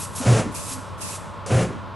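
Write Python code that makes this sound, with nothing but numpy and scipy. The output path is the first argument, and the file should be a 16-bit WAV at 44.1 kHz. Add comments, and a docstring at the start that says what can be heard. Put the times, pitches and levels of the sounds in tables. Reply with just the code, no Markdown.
"""In front of a large metal wall, machinery hums all round and a light breeze ruffles the microphone.
Two short, flameless hisses of gas come from a little to the right. At 0.2 s two flame projectors
straight ahead fire as one: a valve opens, gas hisses, catches with a low boom and a ragged roar, and
the fireball flutters away upwards. Two more hisses follow, the first ending in a faint puff, and near
1.5 s the projectors fire again. The wall answers every shot and hiss."""
import sys
import numpy as np
from scipy import signal
from scipy.fft import rfft, irfft, next_fast_len
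from scipy.io import wavfile
from scipy.ndimage import map_coordinates

SR = 44100
rng = np.random.default_rng(int(sys.argv[2]) if len(sys.argv) > 2 else 0)


def unload_audio(sound):
    """Save the sound as a 16-bit wav file, at the path given as the first command line argument."""
    columns = np.transpose(np.atleast_2d(sound))
    # keep every value between -1 and 1, then stretch to whole-number steps
    steps = np.round(np.clip(columns, -1, 1) * 32767)
    wavfile.write(sys.argv[1], SR, steps.astype(np.int16))


N = 85995


def amp(db):
    """Decibels to gain."""
    return 10 ** (np.asarray(db) / 20)


def unit(x):
    """Scaled to rms 1."""
    return x / np.sqrt(np.mean(x ** 2) + 1e-20)


def along(points, hz):
    """Reads a curve of (f/Hz, value) points on a log frequency axis."""
    freqs, values = np.transpose(points)
    return np.interp(np.log(hz + 1), np.log(freqs + 1), values)


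def wobble(rate):
    """A smooth random curve, rate knots a second."""
    knots = rng.standard_normal(int(N * rate / SR) + 4)
    return map_coordinates(knots, [np.arange(N) * rate / SR])


def filtered(x, response):
    """Filters x by a gain given as a function of frequency."""
    size = next_fast_len(N + SR // 2)
    return irfft(rfft(x, size) * response(np.fft.rfftfreq(size, 1 / SR)), size)[..., :N]


def spread(pair, width):
    """Left and right from a mid signal and a share of a side signal."""
    mid, side = pair
    return np.array([mid + width * side, mid - width * side]) / np.hypot(1, width)


def rush(spectrum, width=0):
    """Coloured stereo noise of rms 1."""
    noise = filtered(rng.standard_normal((2, N)), lambda hz: amp(along(spectrum, hz)))
    return unit(spread(noise, width))


def gate(start, length, attack_s, release_s):
    """Rises, holds, then falls 20 dB in each release time."""
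    age = np.arange(N) / SR - start
    return np.clip(age / attack_s, 0, 1) * amp(-20 * np.maximum(age - length, 0) / release_s)


def tone(hz):
    """A sine of rms 1 on a pitch curve."""
    return np.sqrt(2) * np.sin(2 * np.pi * (np.cumsum(hz) / SR + rng.random()))


# Fan noise around the microphone: f/Hz, relative level/dB
FAN_SPECTRUM = [(15, -40), (25, -17), (45, -8), (70, 1.5), (95, 6), (130, 1), (200, -2.5), (300, -9.5),
                (470, -8), (570, -5), (750, -12), (1000, -5), (1350, -8), (1650, -14.5), (2300, -21),
                (3500, -22.5), (5000, -33), (7000, -45), (12000, -45)]
# How alike the fans sound left and right: f/Hz, correlation/0-1
FAN_LIKENESS = [(30, 0.3), (100, 0.23), (250, 0.76), (600, 0.87), (1100, 0.82), (3000, 0.97), (4500, 1),
                (12000, .98)]
def fans():
    """A steady bed of moving air, wide in the bass and central in the treble."""
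    def mid_side_gains(hz):
        angle = np.arccos(np.clip(along(FAN_LIKENESS, hz), -1, 1)) / 2
        return amp(along(FAN_SPECTRUM, hz)) * [np.cos(angle), np.sin(angle)]
    air = filtered(rng.standard_normal((2, N)), mid_side_gains)
    return amp(-37.5) * unit(spread(air, width=1))


# Machine tones in the background: f/Hz, relative level/dB
MACHINE_TONES = [(97, -44), (581, -54), (657, -55), (850, -54), (873, -53), (921, -53), (969, -56),
                 (995, -50), (1066.5, -51), (1092, -51), (1163, -56), (1308, -57), (1334, -57), (1432, -57)]
def machine_hum(waver_db=1.2, drift_hz=0.7):
    """A low hum and a cluster of whines, each wavering in level and pitch."""
    return amp(0.3) * sum(amp(db + waver_db * wobble(9.36)) * tone(hz + drift_hz * wobble(12.24))
                          for hz, db in MACHINE_TONES)


# Wind right on the microphone: f/Hz, relative level/dB
BREEZE_SPECTRUM = [(20, -31), (60, 0), (110, -2), (190, 3), (260, -7), (350, -11), (500, -37), (900, -12),
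                   (2500, -73)]
def breeze(gust_db=4.5):
    """Light wind rumbles in lumps, pushing the two microphone ports mostly in opposite senses."""
    return amp(-43) * unit(rush(BREEZE_SPECTRUM, width=2.9) * amp(gust_db * wobble(22)))


# Ring of the metal wall beyond the projectors: f/Hz, time to fall 60 dB/s
WALL_DECAY = [(100, 0.4), (1000, 0.71), (4000, 1), (8000, 0.69), (12000, 0.49)]
def wall_echo(sound):
    """The wall throws the sound back to the microphone; each frequency dies at its own speed."""
    hz, t, noise = signal.stft(rng.standard_normal((2, SR)), SR, nperseg=256)
    decay = amp(-60 * t / along(WALL_DECAY, hz)[:, None])
    tail = spread(signal.istft(noise * decay, SR, nperseg=256)[1], width=0.017)
    tail /= np.linalg.norm(tail[0])
    return signal.fftconvolve(sound.mean(axis=0)[None], tail, axes=1)[:, :N]


# Unlit gas leaving the nozzle: f/Hz, relative level/dB
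SPRAY_SPECTRUM = [(20, -60), (150, -14), (1200, -11.5), (2000, -9), (2600, -3), (3300, -6), (4400, -3.5),
                  (5000, -4), (5700, -0.5), (7200, 1.5), (8400, 5), (9300, 1), (10500, 4.5), (12000, 0.5)]
# Whistling resonances of the nozzle: f/Hz, bandwidth/Hz, boost/dB
NOZZLE_RESONANCES = [(2560, 210, 3), (5000, 220, 6), (8300, 640, 0.5), (10600, 400, 0.5)]
def spray(tilt_db, pivot_hz=8000):
    """Turbulent gas, coloured by the nozzle's resonances and tilted by tilt_db per octave."""
    def colour(hz):
        whistle_db = sum(db / (1 + (2 * (hz - centre) / width) ** 2)
                         for centre, width, db in NOZZLE_RESONANCES)
        return amp(along(SPRAY_SPECTRUM, hz) + whistle_db + tilt_db * np.log2((hz + 1) / pivot_hz))
    return unit(filtered(rng.standard_normal(N), colour))


# Flameless hisses, a little right of the microphone:
# t/s, length/s, level/dB, sag at mid-length/dB, starting width/0-1, tilt/dB per octave, opening spit/dB
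GAS_HISSES = [(-.06, 0.11, -30, 2.5, 0, -0.5, 0), (.145, 0.055, -30, -0.5, .01, 0.5, 2.5),
              (0.537, 0.2, -30, 5.5, 0.56, -0.5, 1.5), (1.001, 0.16, -33, 1, 0.96, -1.5, 1.5)]
def hiss(start, length, db, sag_db, width, tilt_db, spit_db):
    """A valve lets gas through the nozzle; a hiss that starts wide draws in to the middle."""
    leak_s, spit_s, attack_s, release_s = 0.031, 0.031, 0.019, 0.035
    age = np.maximum(np.arange(N) / SR - start, 0)
    progress = np.minimum(age / length, 1)
    sag = sag_db * np.sin(np.pi * progress) ** 2
    spit = spit_db * np.exp(-(age / spit_s) ** 2)
    level_db = db - sag + spit + 0.68 * wobble(39.8)
    # a little gas escapes just before the valve is open
    leak = amp(-16.5) * gate(start - leak_s, leak_s, attack_s, release_s)
    opening = np.maximum(leak, gate(start, length, attack_s, release_s))
    narrowing = np.clip((0.95 - progress) / 0.41, 0, 1)
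    mid = spray(tilt_db)
    side = width * narrowing * spray(tilt_db)
    return amp(level_db) * opening * np.array([mid + side, mid - side])


def throb(hz, wander_hz):
    """The unsteady pulsing of a ball of burning gas."""
    return tone(hz + wander_hz * wobble(80)) * amp(wobble(60))


# Small puffs straight ahead: t/s, length/s, level/dB
GAS_PUFFS = [(0.201, 0.019, -28.5), (0.707, 0.093, -41.5)]
def puff(start, length, db):
    """A little gas burns with a soft, hollow puff."""
    return amp(db) * gate(start, length, attack_s=0.0044, release_s=0.016) * throb(262, wander_hz=20.7)


# The loose fireball above the projectors: f/Hz, relative level/dB
FLUTTER_SPECTRUM = [(20, -29), (70, 4.5), (120, 1.5), (270, 2), (420, -5.5), (800, -33), (2000, -21),
                    (8000, -73)]
def flutter(shut, attack_s=0.02, hold_s=0.078):
    """The fireball burns out unevenly after the valve shuts."""
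    burnout = gate(shut - attack_s, attack_s + hold_s, attack_s, release_s=0.12)
    return amp(-10.5) * burnout * unit(rush(FLUTTER_SPECTRUM, width=0.24) * amp(1.2 * wobble(90)))


# The projectors' gas jet, dead centre: f/Hz, relative level/dB
JET_SPECTRUM = [(300, 2), (520, 22.5), (1000, 9.5), (3000, 3.5), (4500, 3.5), (6000, 6), (7500, 6),
                (9000, 3), (10500, 5.5), (12000, -19)]
def jet(start, length, burning, spurt_db, attack_s=0.0023, unlit_db=-3):
    """Gas rushes out with a first spurt that dies fast; the flow is softer until it burns."""
    flow = amp(unlit_db) * gate(start, length, attack_s, release_s=0.045)
    spurt = amp(spurt_db) * gate(start, attack_s, attack_s, release_s=0.01)
    return np.maximum(np.hypot(flow, spurt), burning) * rush(JET_SPECTRUM)


def boom(lit, delay_s=0.018):
    """The swelling fireball pulses just after the gas catches."""
    pulsing = spread([throb(117, wander_hz=7) for _ in range(2)], width=0.058)
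    return gate(lit + delay_s, length=0.068, attack_s=0.014, release_s=0.06) * pulsing


# The burning jet as it reaches the microphone: f/Hz, relative level/dB
ROAR_SPECTRUM = [(15, -45), (25, -24), (45, -12), (65, -4.5), (90, -4.5), (185, 2.5), (250, -4),
                 (320, -6.5), (430, -4), (480, -14.5), (525, 1.5), (580, -8.5), (630, -7), (750, -9),
                 (850, -16.5), (1300, -16.5), (2000, -21), (3000, -24), (4500, -41), (12000, -52)]
def roar(lit, burn_s, rumble_hz=450, sag_db=3):
    """Eddies of burning gas; their bass thins as the fireball climbs."""
    eddies = rush(ROAR_SPECTRUM, width=0.01)
    rumble = filtered(eddies, lambda hz: 1 / (1 + (hz / rumble_hz) ** 2) ** 2)
    climb = np.clip((np.arange(N) / SR - lit) / burn_s, 0, 1)
    return eddies - rumble + amp(-sag_db * climb ** 2) * rumble


# Flame shots, straight ahead of the microphone: t/s, valve open/s, ignition delay/s,
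# roar level/dB, jet level/dB, boom over roar/dB, first spurt over jet/dB
FLAME_SHOTS = [(0.21, 0.19, 0.037, -20.5, -28, 7, -17), (1.461, 0.17, 0.032, -21, -32, 3.5, -1.5)]
def flame(start, length, delay, roar_db, jet_db, boom_db, spurt_db):
    """One shot: the jet spurts, ignites, booms and roars; the loose fireball burns out."""
    lit, burn_s = start + delay, length - delay
    burning = gate(lit, burn_s, attack_s=0.018, release_s=0.061)
    gas = jet(start, length, burning, spurt_db)
    fire = burning * roar(lit, burn_s) + amp(boom_db) * boom(lit) + flutter(start + length)
    return amp(jet_db) * gas + amp(roar_db) * fire


def scene():
    """From the microphone: flames ahead, hisses a little to the right, machinery all round."""
    flames = sum(flame(*row) for row in FLAME_SHOTS) + sum(puff(*row) for row in GAS_PUFFS)
    hisses = sum(hiss(*row) for row in GAS_HISSES) * amp([[-0.5], [0.5]])
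    echo = wall_echo(amp(-13.5) * flames + amp(-9.5) * hisses)
    return fans() + machine_hum() + breeze() + echo + hisses + flames


def record(dry, top_hz=11700):
    """The camera keeps nothing above its band limit."""
    return filtered(dry, lambda hz: hz < top_hz)


dry = scene()
out = record(dry)
unload_audio(out)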